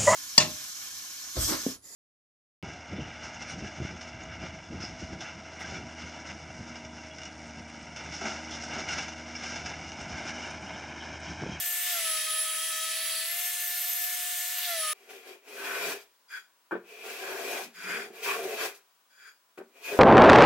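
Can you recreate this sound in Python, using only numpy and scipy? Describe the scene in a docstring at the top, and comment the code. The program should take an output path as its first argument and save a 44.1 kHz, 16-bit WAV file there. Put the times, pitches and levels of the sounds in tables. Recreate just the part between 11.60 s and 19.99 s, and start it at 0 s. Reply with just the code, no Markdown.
"""A small workshop, heard from a stereo microphone near the bench. First a random orbital sander runs on a
board: its motor whines and sags when leant on, its fan whistles and its paper hisses, over a steady
extractor tone. At 3.3 s they stop abruptly and a hand plane works the edge of a board in a vice. The blade
tears fibres in rasping cuts; between them the sole is drawn back, ringing as it sticks and slips, and wood
and iron knock as the plane is set down. Short wall echoes and quiet room air surround it all."""
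import sys
import numpy as np
from scipy import signal
from scipy.fft import rfft, irfft, next_fast_len
from scipy.io import wavfile

SR = 44100
rng = np.random.default_rng(int(sys.argv[2]) if len(sys.argv) > 2 else 0)


def log_audio(samples):
    """Write samples as a 16-bit WAV file to the path given in sys.argv[1]."""
    # one column per channel
    frames = np.atleast_2d(samples).T
    # limit to full scale, then quantise
    limited = np.clip(frames, -1, 1)
    pcm = np.round(limited * 32767).astype(np.int16)
    wavfile.write(sys.argv[1], SR, pcm)


N = 369999

SANDER_END_S, ROOM_T60_S = 3.333, .3
FREE_HZ, WARMING_HZ_PER_S = 710.3, 1.6  # the whine running free, and its creep as the motor warms
INERTIA_S, EASE_HZ_PER_S, FULL_SAG_HZ = .064, 16, 68  # lag of hand and motor; arm easing off; full load
SANDING_EDGES_HZ, CUT_EDGES_HZ, RETURN_EDGES_HZ = [3900, 5700], [880, 1900, 3350], [280, 900, 1850, 3350]

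# The sander is leant on. Each row: pad touches, weight on, weight off in seconds, pull on the pitch in Hz.
PRESSES = [(0.24, 0.287, 1.605, 82), (2.95, 3.047, 3.4, 107)]
# The hand lightens as it turns. Each row: centre and length in seconds, rise of the whine in Hz.
TURNS = [(0.86, .26, 3), (1.06, .17, 7), (1.44, .2, 4)]
# Motor overtones. Each row: multiple of the whine, level running free, level pressed, flutter, all in dB.
MOTOR_TONES = [(2, -61, -54, 3), (3, -58.5, -58, 3.5), (4, -54.5, -53, 7), (5, -64, -49.5, 5),
               (6, -58.5, -54, 7.5), (7, -69, -54.5, 12), (9, -52, -57, 15), (12, -65, -70, 4),
               (13, -66, -78, 2)]
# Pushes of the pad. Each row: start and end in seconds, level of each of the three pushed tones in dB.
PUSHES = [(0.328, 0.41, -45.5, -45, -59), (0.436, 0.607, -43.5, -47, -53), (0.648, 0.811, -43, -45, -50),
          (0.837, 1.05, -44.5, -47.5, -50), (1.09, 1.323, -44, -44.5, -48.5), (1.346, 1.627, -55, -51, -52),
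          (3.072, 3.172, -44.5, -47, -53), (3.207, 3.36, -39.5, -53, -65)]
# Overtones that a push drives. Each row: multiple of the whine, delay in seconds.
PUSHED_TONES = [(2, 0.0), (5, 0.025), (6, 0.02)]
# Fan tones. Each row: multiple of the whine, relative level, echo against direct sound, fading, all in dB.
FAN_TONES = [(15, -16.5, 3, 4), (16, -5, -3, 6.5), (17, -0.5, -6, 2.5), (18, -19, 0, 2)]
# The course of the fan whistle. Each row: time in seconds, level in dB.
FAN_LEVEL = [(0.04, -36), (0.28, -37.5), (0.4, -41.5), (0.5, -38), (0.62, -36.5), (0.68, -41),
             (0.81, -33.5), (0.87, -39.5), (1.3, -40), (1.57, -38), (1.66, -40), (1.88, -37), (1.96, -46),
             (2.03, -35), (2.14, -36), (2.4, -37.5), (2.7, -40.5), (2.82, -42), (2.92, -38), (3.1, -41.5),
             (3.3, -34.5)]
# Colour of paper and rushing air. Each row: frequency in Hz, gain in dB.
SANDING_COLOUR = [(100, -54.5), (350, -48), (520, -28.5), (700, -23), (1100, -13), (1550, -9.5),
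                  (2000, -3.5), (3200, -3), (4200, -0.5), (8000, 14), (10500, 12), (13000, 7.5),
                  (15500, 11.5)]
# Paper scrub, pad rasp, air hiss. Each row: level skimming and pressed in dB, share of the landing scrape.
SANDING_LEVELS = [(-42.5, -41.5, 1.0), (-49, -46, 1.0), (-35.5, -36.5, 0.1)]
# Brief rings in the sanding. Each row: centre and length in seconds, pitch and width in Hz, level in dB.
SANDING_RINGS = [(0.3, 0.17, 3600, 900, -43.5), (1.0, 1.4, 3200, 70, -50), (1.51, 0.65, 4420, 350, -45),
                 (1.55, .3, 4560, 60, -48), (1.85, .25, 6380, 50, -52), (2.72, 0.62, 7840, 1500, -46),
                 (3.049, 0.058, 3750, 900, -39)]
# The sander's spread at the microphone. Each row: frequency in Hz, gain of the side signal in dB.
SANDER_WIDTH = [(60, -6), (150, -23), (380, -76), (950, -60), (2380, -8), (5980, -1.5), (15000, 0.5)]
# Where the sander sits. 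Each row: frequency in Hz, left over right in dB.
SANDER_BALANCE = [(60, 6), (150, 0.0), (380, -1), (950, 0), (2380, 0.5), (5980, 2.6), (15000, -0.5)]
# Colour of the workshop air. Each row: frequency in Hz, gain in dB.
AIR_COLOUR = [(18, -88), (30, -9), (102, -21), (180, -14), (253, -9), (364, -7.5), (404, -7), (774, -3),
              (837, -11), (905, 0.5), (1870, -6.5), (15000, -15)]

# Cutting strokes. Each row: sole slides, blade bites, blade leaves in seconds, then force of the slide,
# at the bite, on leaving, and extra in mid-stroke, in dB.
CUTS = [(3.328, 3.51, 3.61, -63.5, -54, -62, 0.5), (3.58, 3.678, 3.74, -60.5, -53.5, -61.5, 1),
        (3.853, 3.888, 4.322, -64, -56, -41, 3), (5.286, 5.459, 6.02, -55, -48.5, -47, -1.5),
        (6.558, 6.666, 7.055, -51.5, -41, -40.5, -7.5), (8.166, 8.284, 8.39, -60.5, -50, -49, 2.5)]
# Colour of a cut. Each row: frequency in Hz, gain in dB.
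CUT_COLOUR = [(53, -58), (105, -35), (270, -8.5), (397, -1.5), (560, -0.5), (695, -2.5), (808, -6.5),
              (1240, -13.5), (1440, -15), (2170, -13), (2470, -9), (3570, -22), (10500, -29), (11900, -28),
              (15400, -29.5)]
# Board, plane body, blade, shaving. Each row: level at the usual force in dB, share of the force's swing.
CUT_RESPONSE = [(-43.5, 0.94), (-47, 1.12), (-46, 0.85), (-44, 1.06)]
# Board resonances, plus a hollow near 810 Hz in the cuts and strokes back. Each row: frequency and width in Hz,
# lift in dB.
BOARD_AND_HOLLOW = [(172, 30, 3.5), (206, 25, -9), (237, 37, 5), (402, 30, 15), (458, 20, 7),
                    (528, 27, 2.5), (636, 33, -5), (684, 39, 10.5), (769, 24, 8.5), (810, 63, -13)]
# Resonances of the plane with its blade in the wood. Each row: frequency and width in Hz, lift in dB.
BLADE_MODES = [(890, 20, 6), (950, 230, -4.5), (1014, 25, 6), (1127, 50, 4), (1410, 25, 9), (1509, 47, 7.5),
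               (1640, 37, 8.5), (1750, 30, 4), (1955, 70, 4.5), (2385, 60, 7), (2520, 30, 5.5),
               (3280, 120, 4), (3760, 70, 3), (4580, 130, 2), (6190, 90, 5), (6950, 200, 3.5),
               (9550, 700, 1), (11980, 480, 7)]
# Brief swells of rasp: the blade catches, the loose shaving rustles, the plane touches down.
# Each row: centre and length in seconds, then levels of board, plane body, blade and shaving in dB.
RASP_SWELLS = [(4.058, 0.067, -62, -54, -48, -52), (4.13, 0.23, -55, -43.5, -49, -60),
               (4.413, .06, -78, -68, -76, -59.5), (5.718, 0.27, -41.5, -47, -69, -51),
               (5.916, 0.26, -39, -48.5, -47, -44.5), (6.642, 0.043, -60, -54, -42.5, -38.5),
               (6.714, 0.14, -60, -39, -40, -44), (6.837, 0.34, -38, -65, -69, -59),
               (7.02, 0.1, -44, -40.5, -50, -43), (7.158, 0.065, -76, -67, -75, -58.5),
               (7.982, 0.018, -64, -54, -56, -58.5), (8.268, 0.11, -69, -54, -52, -46.5),
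               (8.361, 0.18, -35, -51, -61, -62)]
# Plane or board sings, at a pitch set by where the sole bears on the wood.
# Each row: centre and length in seconds, pitch and width in Hz, level in dB.
PLANE_RINGS = [(3.56, .14, 404, 23, -54), (3.72, .16, 399, 29, -53), (3.96, .2, 403, 25, -54),
               (4.27, 0.22, 183, 50, -59.5), (4.19, 0.27, 2400, 55, -42), (4.113, 0.32, 1515, 110, -40.5),
               (4.691, .016, 4830, 110, -62), (4.755, .11, 1510, 55, -44), (4.755, .09, 1645, 50, -48),
               (4.74, 0.12, 4830, 80, -61), (5.55, 0.64, 2500, 170, -51.5), (5.92, 0.31, 2490, 70, -47),
               (5.7, .26, 1620, 80, -46.5), (5.995, 0.12, 715, 100, -43.5), (6.038, .006, 4600, 1600, -40),
               (6.07, .11, 230, 30, -56.5), (6.295, 0.1, 190, 27, -54), (6.34, .13, 1640, 60, -45),
               (6.39, 0.13, 1410, 70, -48), (6.687, 0.091, 2510, 29, -34.5), (6.72, 0.12, 1115, 23, -39),
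               (6.698, 0.092, 950, 30, -43), (6.985, 0.24, 2570, 70, -47), (7.04, .1, 700, 130, -46),
               (7.657, 0.1, 1600, 70, -54), (7.64, 0.13, 4850, 90, -70), (8.28, 0.11, 2490, 61, -40.5)]
# Strokes back. Each row: start, fastest moment, lift-off in seconds, level in dB, pressure from 0 to 1.
RETURNS = [(4.709, 4.758, 4.77, -43.5, 0.13), (6.149, 6.324, 6.45, -37.5, 0.96),
           (7.508, 7.672, 7.69, -51, 0)]
# Colour of a stroke back. Each row: frequency in Hz, gain in dB.
RETURN_COLOUR = [(53, -76), (90, -65), (179, -11), (301, -17), (398, -13.5), (562, -17.5), (1100, -18),
                 (1480, -10), (2090, -10.5), (2430, -12), (3990, -26), (12000, -33.5), (15500, -34.5)]
# Bench rumble, board, sole ring, sole rasp, dry hiss. Each row: gain in a light and a hard stroke in dB.
RETURN_RESPONSE = [(-52, -15.5), (-27, -3.5), (-3.5, -1.5), (-13, -1.5), (-10, -7.5)]
# Resonances of the free sole. 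Each row: frequency and width in Hz, undamped lift in dB.
SOLE_MODES = [(1410, 35, 7), (1515, 40, 12), (1645, 40, 9), (1950, 60, 5), (2400, 100, 22), (3320, 70, 19),
              (4830, 90, 24), (6900, 170, 20), (9250, 350, 11.5), (11900, 260, 18.5)]
# The plane lands, rocks and judders. Each row: time in seconds, strength in the wood and in the iron
# in dB, pitch of the board under that load in Hz.
KNOCKS = [(5.1103, -48, -30.5, 350), (5.1175, -38, -26.5, 350), (5.1235, -31.5, -46, 350),
          (5.1292, -34, -38, 350), (5.1364, -44, -34, 365), (5.1495, -34, -48, 347),
          (5.1544, -45, -35, 380), (5.161, -39, -46, 382), (6.029, -47, -60, 400), (6.385, -45, -40, 400),
          (6.462, -49, -64, 405), (6.503, -47, -66, 370), (6.531, -51.5, -75, 370), (6.775, -43, -58, 405),
          (6.833, -44, -60, 392), (6.854, -41.5, -56, 390), (7.9745, -47.5, -48, 370),
          (7.985, -42, -48, 345), (7.998, -43, -50, 385), (8.011, -42, -52, 382), (8.301, -50, -54, 410),
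          (8.326, -37.5, -54, 408), (8.343, -40, -54, 408), (8.374, -37, -55, 408)]
# Wood and iron modes of a knock. Each row: frequency in Hz, relative level in dB, t60 in seconds.
KNOCK_MODES = [(146.5, -24, 0.16), (185, -19.5, 0.18), (240, -18, 0.23), (455.6, -4, 0.11),
               (549, -5, 0.045), (640, -6, 0.035), (744, -8, 0.07), (917, -6.5, 0.03), (1143, -10.5, 0.05),
               (1424, -2, 0.033), (1530, -0.5, 0.04), (1590, -3, 0.04), (1780, -12, 0.062),
               (2360, -17, 0.03), (3280, -25, 0.05)]
# The sole touches or the shaving snaps off. Each row: time in seconds, level in dB.
TICKS = [(5.11, -59), (5.119, -55.5), (6.037, -45), (7.048, -46), (7.974, -60)]
# Spread of plane and air at the microphone. Each row: frequency in Hz, gain of the side signal in dB.
PLANE_WIDTH = [(60, -16), (150, -17), (380, -16), (950, -4.5), (2380, -1), (5980, 1), (15000, -1)]
# Where plane and air sit. 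Each row: frequency in Hz, left over right in dB.
PLANE_BALANCE = [(60, 0.0), (150, 1), (380, 1), (950, 3), (2380, 2.5), (5980, 2), (15000, 0.5)]


def from_db(db):
    """Decibels to gain."""
    return 10 ** (np.asarray(db) / 20)


def rms_one(x):
    """Scale to unit power."""
    return x / np.sqrt(np.mean(x ** 2) + 1e-20)


def seconds():
    """Time of every sample."""
    return np.arange(N) / SR


def drift(rate):
    """A smooth random wander of spread 1 that changes about rate times a second."""
    pole = np.exp(-40 * np.pi * rate / SR)
    slow = signal.lfilter([1], [1, -2 * pole, pole * pole], rng.standard_normal(N // 20 + 4002))[4000:]
    return np.interp(np.arange(N) / 20, np.arange(len(slow)), rms_one(slow))


def lag(x, time_s):
    """Follow a control with inertia."""
    pole = np.exp(-1 / (time_s * SR))
    return signal.lfilter([1 - pole], [1, -pole], x + 1e-18)


def arch(centre_s, length_s):
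    """A half sine of height 1."""
    return np.cos(np.pi * np.clip((seconds() - centre_s) / length_s, -.5, .5))


def nearness(hz, centre_hz, width_hz):
    """A resonance curve: 1 at the centre, falling to either side."""
    return 1 / (1 + (2 * (hz - centre_hz) / width_hz) ** 2)


def colour(x, points):
    """Filter by a smooth (Hz, dB) curve."""
    size = next_fast_len(N + 4096)
    hz, db = np.transpose(points)
    grid_hz = np.fft.rfftfreq(size, 1 / SR) + 1
    gain = from_db(np.interp(np.log(grid_hz), np.log(hz), db))
    return irfft(rfft(x, size) * gain, size)[..., :N]


def band(x, edges_hz, kind="band", order=3):
    """Butterworth filter."""
    sections = signal.butter(order, np.clip(edges_hz, 10, .45 * SR), kind, fs=SR, output="sos")
    return signal.sosfilt(sections, x)


def registers(x, edges_hz):
    """Split a noise at soft borders into registers of unit power."""
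    size = next_fast_len(N + 4096)
    hz, spectrum = np.fft.rfftfreq(size, 1 / SR), rfft(x, size)
    below = [0] + [1 / (1 + (hz / edge) ** 14) for edge in edges_hz] + [1]
    return np.array([rms_one(irfft(spectrum * (upper - lower), size)[:N])
                     for lower, upper in zip(below, below[1:])])


def reflections(x, t60, turns_per_s=0.9):
    """A dense tail of wall echoes that keeps changing as the tool moves."""
    t = np.arange(SR // 2) / SR
    tails = rng.standard_normal((2, len(t))) * from_db(-60 * t / t60) * (t > .002)
    here, there = (signal.oaconvolve(x, tail / np.linalg.norm(tail))[:N] for tail in tails)
    place = 2 * np.pi * turns_per_s * seconds() + drift(0.99)
    return np.cos(place) * here + np.sin(place) * there


def in_workshop(x, width, balance, wet_db, near_t60):
    """The room adds a tail; echoes off bench and near walls differ at the two sides of the microphone."""
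    mid = x + from_db(wet_db) * reflections(x, ROOM_T60_S)
    side = colour(reflections(x, near_t60), width)
    return np.array([colour(mid + sign * side, [(hz, sign * db / 2) for hz, db in balance])
                     for sign in (1, -1)])


def tone(phase, waver_db, waver_rate, side_db):
    """A stereo sine that swells and fades as the tool moves among its own echoes."""
    mid = np.sin(phase) * rms_one(from_db(waver_db * np.tanh(drift(waver_rate))))
    side = from_db(side_db) * drift(waver_rate) * np.cos(phase)
    return np.sqrt(2) * np.array([mid + side, mid - side])


def motor_speed():
    """The hand's weight slows the motor. Gives the pitch in Hz, and load and braking from 0 to 1."""
    t = seconds()
    pull_hz = sum((sag_hz - EASE_HZ_PER_S * (t - on)) * (t > on) * (t < off)
                  for _, on, off, sag_hz in PRESSES)
    drag_hz = lag(pull_hz, INERTIA_S)
    slowed_hz = lag(drag_hz, INERTIA_S)
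    load = np.clip(slowed_hz / FULL_SAG_HZ, 0, 1)
    braking = lag(np.clip((drag_hz - slowed_hz) / FULL_SAG_HZ, 0, 1), time_s=0.0069)
    eased_hz = sum(rise_hz * arch(s, length_s) for s, length_s, rise_hz in TURNS)
    unsteady = 1 + 0.0006 * drift(26) + load * (0.0007 * drift(9) + 0.0014 * drift(80))
    return (FREE_HZ + WARMING_HZ_PER_S * t - slowed_hz + eased_hz) * unsteady, load, braking


def push(start_s, end_s, edge_s=0.035):
    """One push of the pad: a flat-topped swell with quick, rounded edges."""
    t = seconds()
    return np.sin(np.pi / 2 * np.clip(np.minimum(t - start_s, end_s - t) / edge_s, 0, 1))


def motor_whine(phase, pitch_hz, load, braking):
    """The whine swells as the motor brakes or labours; load and pushes of the pad change its overtones."""
    labour_db = 2.5 * nearness(pitch_hz, centre_hz=605, width_hz=24)
    whine_db = -53 + 1.5 * load + 19 * braking + labour_db
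    out = from_db(whine_db) * tone(phase, waver_db=2.5, waver_rate=6.4, side_db=-21)
    pushed = {k: sum(from_db(levels_db[i]) * push(start_s + delay_s, end_s + delay_s)
                     for start_s, end_s, *levels_db in PUSHES)
              for i, (k, delay_s) in enumerate(PUSHED_TONES)}
    for k, free_db, pressed_db, flutter_db in MOTOR_TONES:
        # an overtone swells as it glides through the resonance of the housing
        housing_db = 13 * nearness(k * pitch_hz, centre_hz=2010, width_hz=170)
        running = from_db(free_db + load * (pressed_db - free_db) + housing_db)
        gain = np.hypot(running, pushed.get(k, 0))
        out += gain * tone(k * phase, waver_db=flutter_db, waver_rate=28, side_db=-19)
    return out


def fan_whistle(phase, load):
    """Fan tones arrive direct and as fluttering echoes; under load the shaking tool scatters them more."""
    fan_db = 0.86 + np.interp(seconds(), *np.transpose(FAN_LEVEL))
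    out = np.zeros((2, N))
    for k, db, scatter_db, fade_db in FAN_TONES:
        direct = rms_one(np.sin(k * phase))
        echoes = np.array([sum((drift(7) + .8 * drift(80)) * wave(k * phase) for wave in (np.sin, np.cos))
                           for side in range(2)])
        scattered = from_db(scatter_db + 3 * load) * rms_one(echoes)
        fading = from_db(fade_db * np.tanh(drift(8)) + 2 * drift(60))
        out += from_db(fan_db + db) * rms_one(fading * (direct + scattered))
    return out


def extractor():
    """The extractor holds one pitch while its level wavers at the microphone."""
    return from_db(-47) * tone(2 * np.pi * 1753 * seconds(), waver_db=4, waver_rate=8, side_db=-9)


def grains(per_s, spread_db):
    """Tiny snaps of wood fibre, of random size and sign."""
    sizes = from_db(spread_db * np.minimum(rng.exponential(1, N), 4)) * rng.choice([-1, 1], N)
    return rms_one(sizes * (rng.random(N) < per_s / SR))


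def shifting(x, depth, rate, count=9):
    """As the tool moves, its reflections lift and hollow patches of the spectrum."""
    edges_hz = np.geomspace(1200, 15000, count + 1)
    return x + sum(depth * drift(rate) * band(x, patch, order=1) for patch in zip(edges_hz, edges_hz[1:]))


def rasp_ring(centre_s, length_s, hz, width_hz, level_db):
    """Rubbing sets one resonance ringing for a moment."""
    rubbing = band(grains(per_s=15000, spread_db=1.5), 0.7 * hz, "high")
    ringing = signal.lfilter(*signal.iirpeak(hz, hz / width_hz, fs=SR), rubbing)
    swell = arch(centre_s, length_s)
    return from_db(level_db) * swell * ringing / np.sqrt(np.average(ringing ** 2, weights=swell ** 2))


def sandpaper(orbit, hollow_hz=826, hollow_width_hz=230, landing_db=5.5):
    """Grit scrubs the board, pulsing slightly with each orbit, and scrapes harder as the pad lands."""
    grit = colour(grains(per_s=24000, spread_db=2.5) * (1 + 0.028 * orbit), SANDING_COLOUR)
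    grit = shifting(grit, depth=0.13, rate=2.35)
    grit = signal.lfilter(*signal.iirnotch(hollow_hz, hollow_hz / hollow_width_hz, fs=SR), grit)
    t = seconds()
    grip = lag(sum((t > touch) * (t < off) for touch, _, off, _ in PRESSES), time_s=0.067)
    landing = np.maximum(grip - lag(grip, time_s=0.049), 0)
    rush = sum(rasp_ring(*row) for row in SANDING_RINGS)
    for (skim_db, pressed_db, share), part in zip(SANDING_LEVELS, registers(grit, SANDING_EDGES_HZ)):
        rush += from_db(skim_db + grip * (pressed_db - skim_db) + landing_db * landing * share) * part
    return in_workshop(rush, SANDER_WIDTH, SANDER_BALANCE, wet_db=-9, near_t60=0.038)


def sanding():
    """One motor drives whine, fan and pad; they stop dead, along with the extractor and a faint hum."""
    t = seconds()
    pitch_hz, load, braking = motor_speed()
    phase = 2 * np.pi * np.cumsum(pitch_hz) / SR
    tones = motor_whine(phase, pitch_hz, load, braking) + fan_whistle(phase, load)
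    hum = from_db(-84) * np.sin(2 * np.pi * 239 * t)
    running = np.clip((SANDER_END_S - t) / 0.0013, 0, 1)
    return (tones + extractor() + hum + sandpaper(orbit=np.sin(phase / 3))) * running


def air():
    """Quiet room noise all round the microphone, with a thin electrical tone."""
    noise = from_db(-70.5) * rms_one(colour(rng.standard_normal(N), AIR_COLOUR))
    thin = from_db(-77) * np.sqrt(2) * np.sin(2 * np.pi * 15760 * seconds())
    return in_workshop(noise, PLANE_WIDTH, PLANE_BALANCE, wet_db=-9.5, near_t60=0.13) + thin


def contact(start_s, end_s, attack_s=0.032, release_db_per_s=277):
    """Gain of a rubbing contact: an attack that is complete at start_s, a hold, a release from end_s."""
    t = seconds()
    attack = np.exp(-np.clip((start_s - t) / attack_s, 0, 10) ** 1.15)
    return attack * from_db(-release_db_per_s * np.clip(t - end_s, 0, 1))


def cutting_force(usual_db=-45, slide_rise_db_per_s=36):
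    """The sole gathers speed, the blade bites, and the push runs in an arc until the blade leaves."""
    t, force = seconds(), 0
    for slide_s, bite_s, leave_s, sole_db, bite_db, leave_db, middle_db in CUTS:
        along = np.clip((t - bite_s) / (leave_s - bite_s), 0, 1)
        push_db = bite_db + (leave_db - bite_db) * along + middle_db * (1 - (2 * along - 1) ** 2)
        slide_db = sole_db - slide_rise_db_per_s * np.maximum(bite_s - t, 0)
        force = np.maximum(force, from_db(slide_db) * contact(slide_s, bite_s))
        force = np.maximum(force, from_db(push_db) * contact(bite_s, leave_s))
    return force / from_db(usual_db)


def resonate(x, bands):
    """Each row lifts or hollows a narrow band."""
    for hz, width_hz, lift_db in bands:
        x = x + (from_db(lift_db) - 1) * signal.lfilter(*signal.iirpeak(hz, hz / width_hz, fs=SR), x)
    return x


def cuts(rustle_db=-32, fade_db_per_s=26):
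    """The blade tears fibres in uneven bursts, shaking board, plane and shaving; brief swells add rasp."""
    t, force = seconds(), cutting_force()
    tearing = grains(per_s=6000, spread_db=1) * from_db(0.76 * drift(63))
    body = resonate(colour(tearing, CUT_COLOUR), BOARD_AND_HOLLOW + BLADE_MODES)
    *swells, shaving = sum(np.outer(from_db(levels_db), arch(s, length_s))
                           for s, length_s, *levels_db in RASP_SWELLS)
    # the loose shaving rustles on after a cut
    rustle = sum(from_db(leave_db + rustle_db - fade_db_per_s * np.abs(t - leave_s)) * (t > leave_s)
                 for _, _, leave_s, _, _, leave_db, _ in CUTS)
    extras = [*swells, shaving + rustle]
    return sum(np.hypot(from_db(db) * force ** share, extra) * part
               for (db, share), extra, part in zip(CUT_RESPONSE, extras, registers(body, CUT_EDGES_HZ)))


def stroke_back(start_s, fastest_s, lift_s, level_db, pressure, top_s=0.053, swell_db_per_s=140):
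    """Drawn back, the sole sticks and slips; pressing hard shakes the board and damps the sole's ring."""
    from_top_s = np.hypot(seconds() - fastest_s, top_s) - top_s  # the speed has a rounded top
    speed = contact(start_s, lift_s, attack_s=0.011) * from_db(-swell_db_per_s * from_top_s)
    damped = [(hz, width_hz, lift_db * (1 - 0.51 * pressure)) for hz, width_hz, lift_db in SOLE_MODES]
    slipping = grains(per_s=6000, spread_db=1) * from_db(0.32 * drift(78))
    body = resonate(colour(slipping, RETURN_COLOUR), BOARD_AND_HOLLOW + damped)
    rumble, board, sole, rasp, hiss = [
        from_db(light_db + pressure * (hard_db - light_db)) * part
        for (light_db, hard_db), part in zip(RETURN_RESPONSE, registers(body, RETURN_EDGES_HZ))]
    late = lag(speed, time_s=0.045 * pressure + 0.0054)  # the heavy board follows late
    return from_db(level_db) * (speed * (rumble + sole + rasp) + speed ** 0.68 * hiss + late * board)


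def ring(start_s, hz, t60):
    """A struck mode: a sine of height 1 that dies away."""
    t, out, at = np.arange(SR // 2) / SR, np.zeros(N + SR), int(start_s * SR)
    out[at:at + len(t)] = np.sin(2 * np.pi * hz * t) * from_db(-60 * t / t60)
    return out[:N]


def bursts(times_s, levels_db, t60):
    """An envelope that jumps at each touch and dies away."""
    touches = np.zeros(N)
    touches[np.round(times_s * SR).astype(int)] = from_db(levels_db)
    return signal.lfilter([1], [1, -from_db(-60 / (t60 * SR))], touches + 1e-18)


def knocks(iron_above_hz=830, thump_db=4.5, crack_db=-15):
    """Each touch of the plane thumps the board and strikes the low wooden and higher iron modes."""
    chances_db = 2 * rng.standard_normal((len(KNOCKS), len(KNOCK_MODES)))
    out = np.zeros(N)
    for (s, wood_db, iron_db, board_hz), chance_db in zip(KNOCKS, chances_db):
        out += from_db(wood_db + thump_db) * ring(s, board_hz, t60=0.07)
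        for k, (hz, db, t60) in enumerate(KNOCK_MODES):
            strike_db = iron_db if hz > iron_above_hz else wood_db
            out += (-1) ** k * from_db(strike_db + db + chance_db[k]) * ring(s, hz, t60)
    # dust crushed under the sole gives a short dull crack
    times_s, wood_db, _, _ = np.transpose(KNOCKS)
    dust = band(rng.standard_normal(N), [250, 1000], order=1)
    out += bursts(times_s, wood_db + crack_db, t60=.13) * rms_one(band(dust, 2900, "low", order=1))
    out = band(out, 160, "high", order=4)  # the narrow board radiates little bass
    return band(out, 2420, "low", order=2)  # a touch on wood is soft


def ticks():
    """A few fibres break at once: a short bright crackle."""
    crackle = rms_one(band(grains(per_s=9000, spread_db=2), 2500, "high", order=1))
    return bursts(*np.transpose(TICKS), t60=0.027) * crackle


def scene():
    """First the sander, then the plane a little left of centre, both in the air of the workshop."""
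    t = seconds()
    planing = cuts() + sum(stroke_back(*stroke) for stroke in RETURNS) + knocks() + ticks()
    planing += sum(rasp_ring(*row) for row in PLANE_RINGS)
    left, right = in_workshop(planing, PLANE_WIDTH, PLANE_BALANCE, wet_db=-9, near_t60=0.08)
    left = np.interp(t - 2 / SR, t, left)  # the plane reaches the left side two samples later
    return sanding() + np.array([left, right]) + air()


def record(dry, cutoff_hz=15750):
    """The top of the microphone's signal is cut steeply."""
    return signal.sosfilt(signal.ellip(12, .1, 80, cutoff_hz, fs=SR, output="sos"), dry)


dry = scene()
out = record(dry)
log_audio(out)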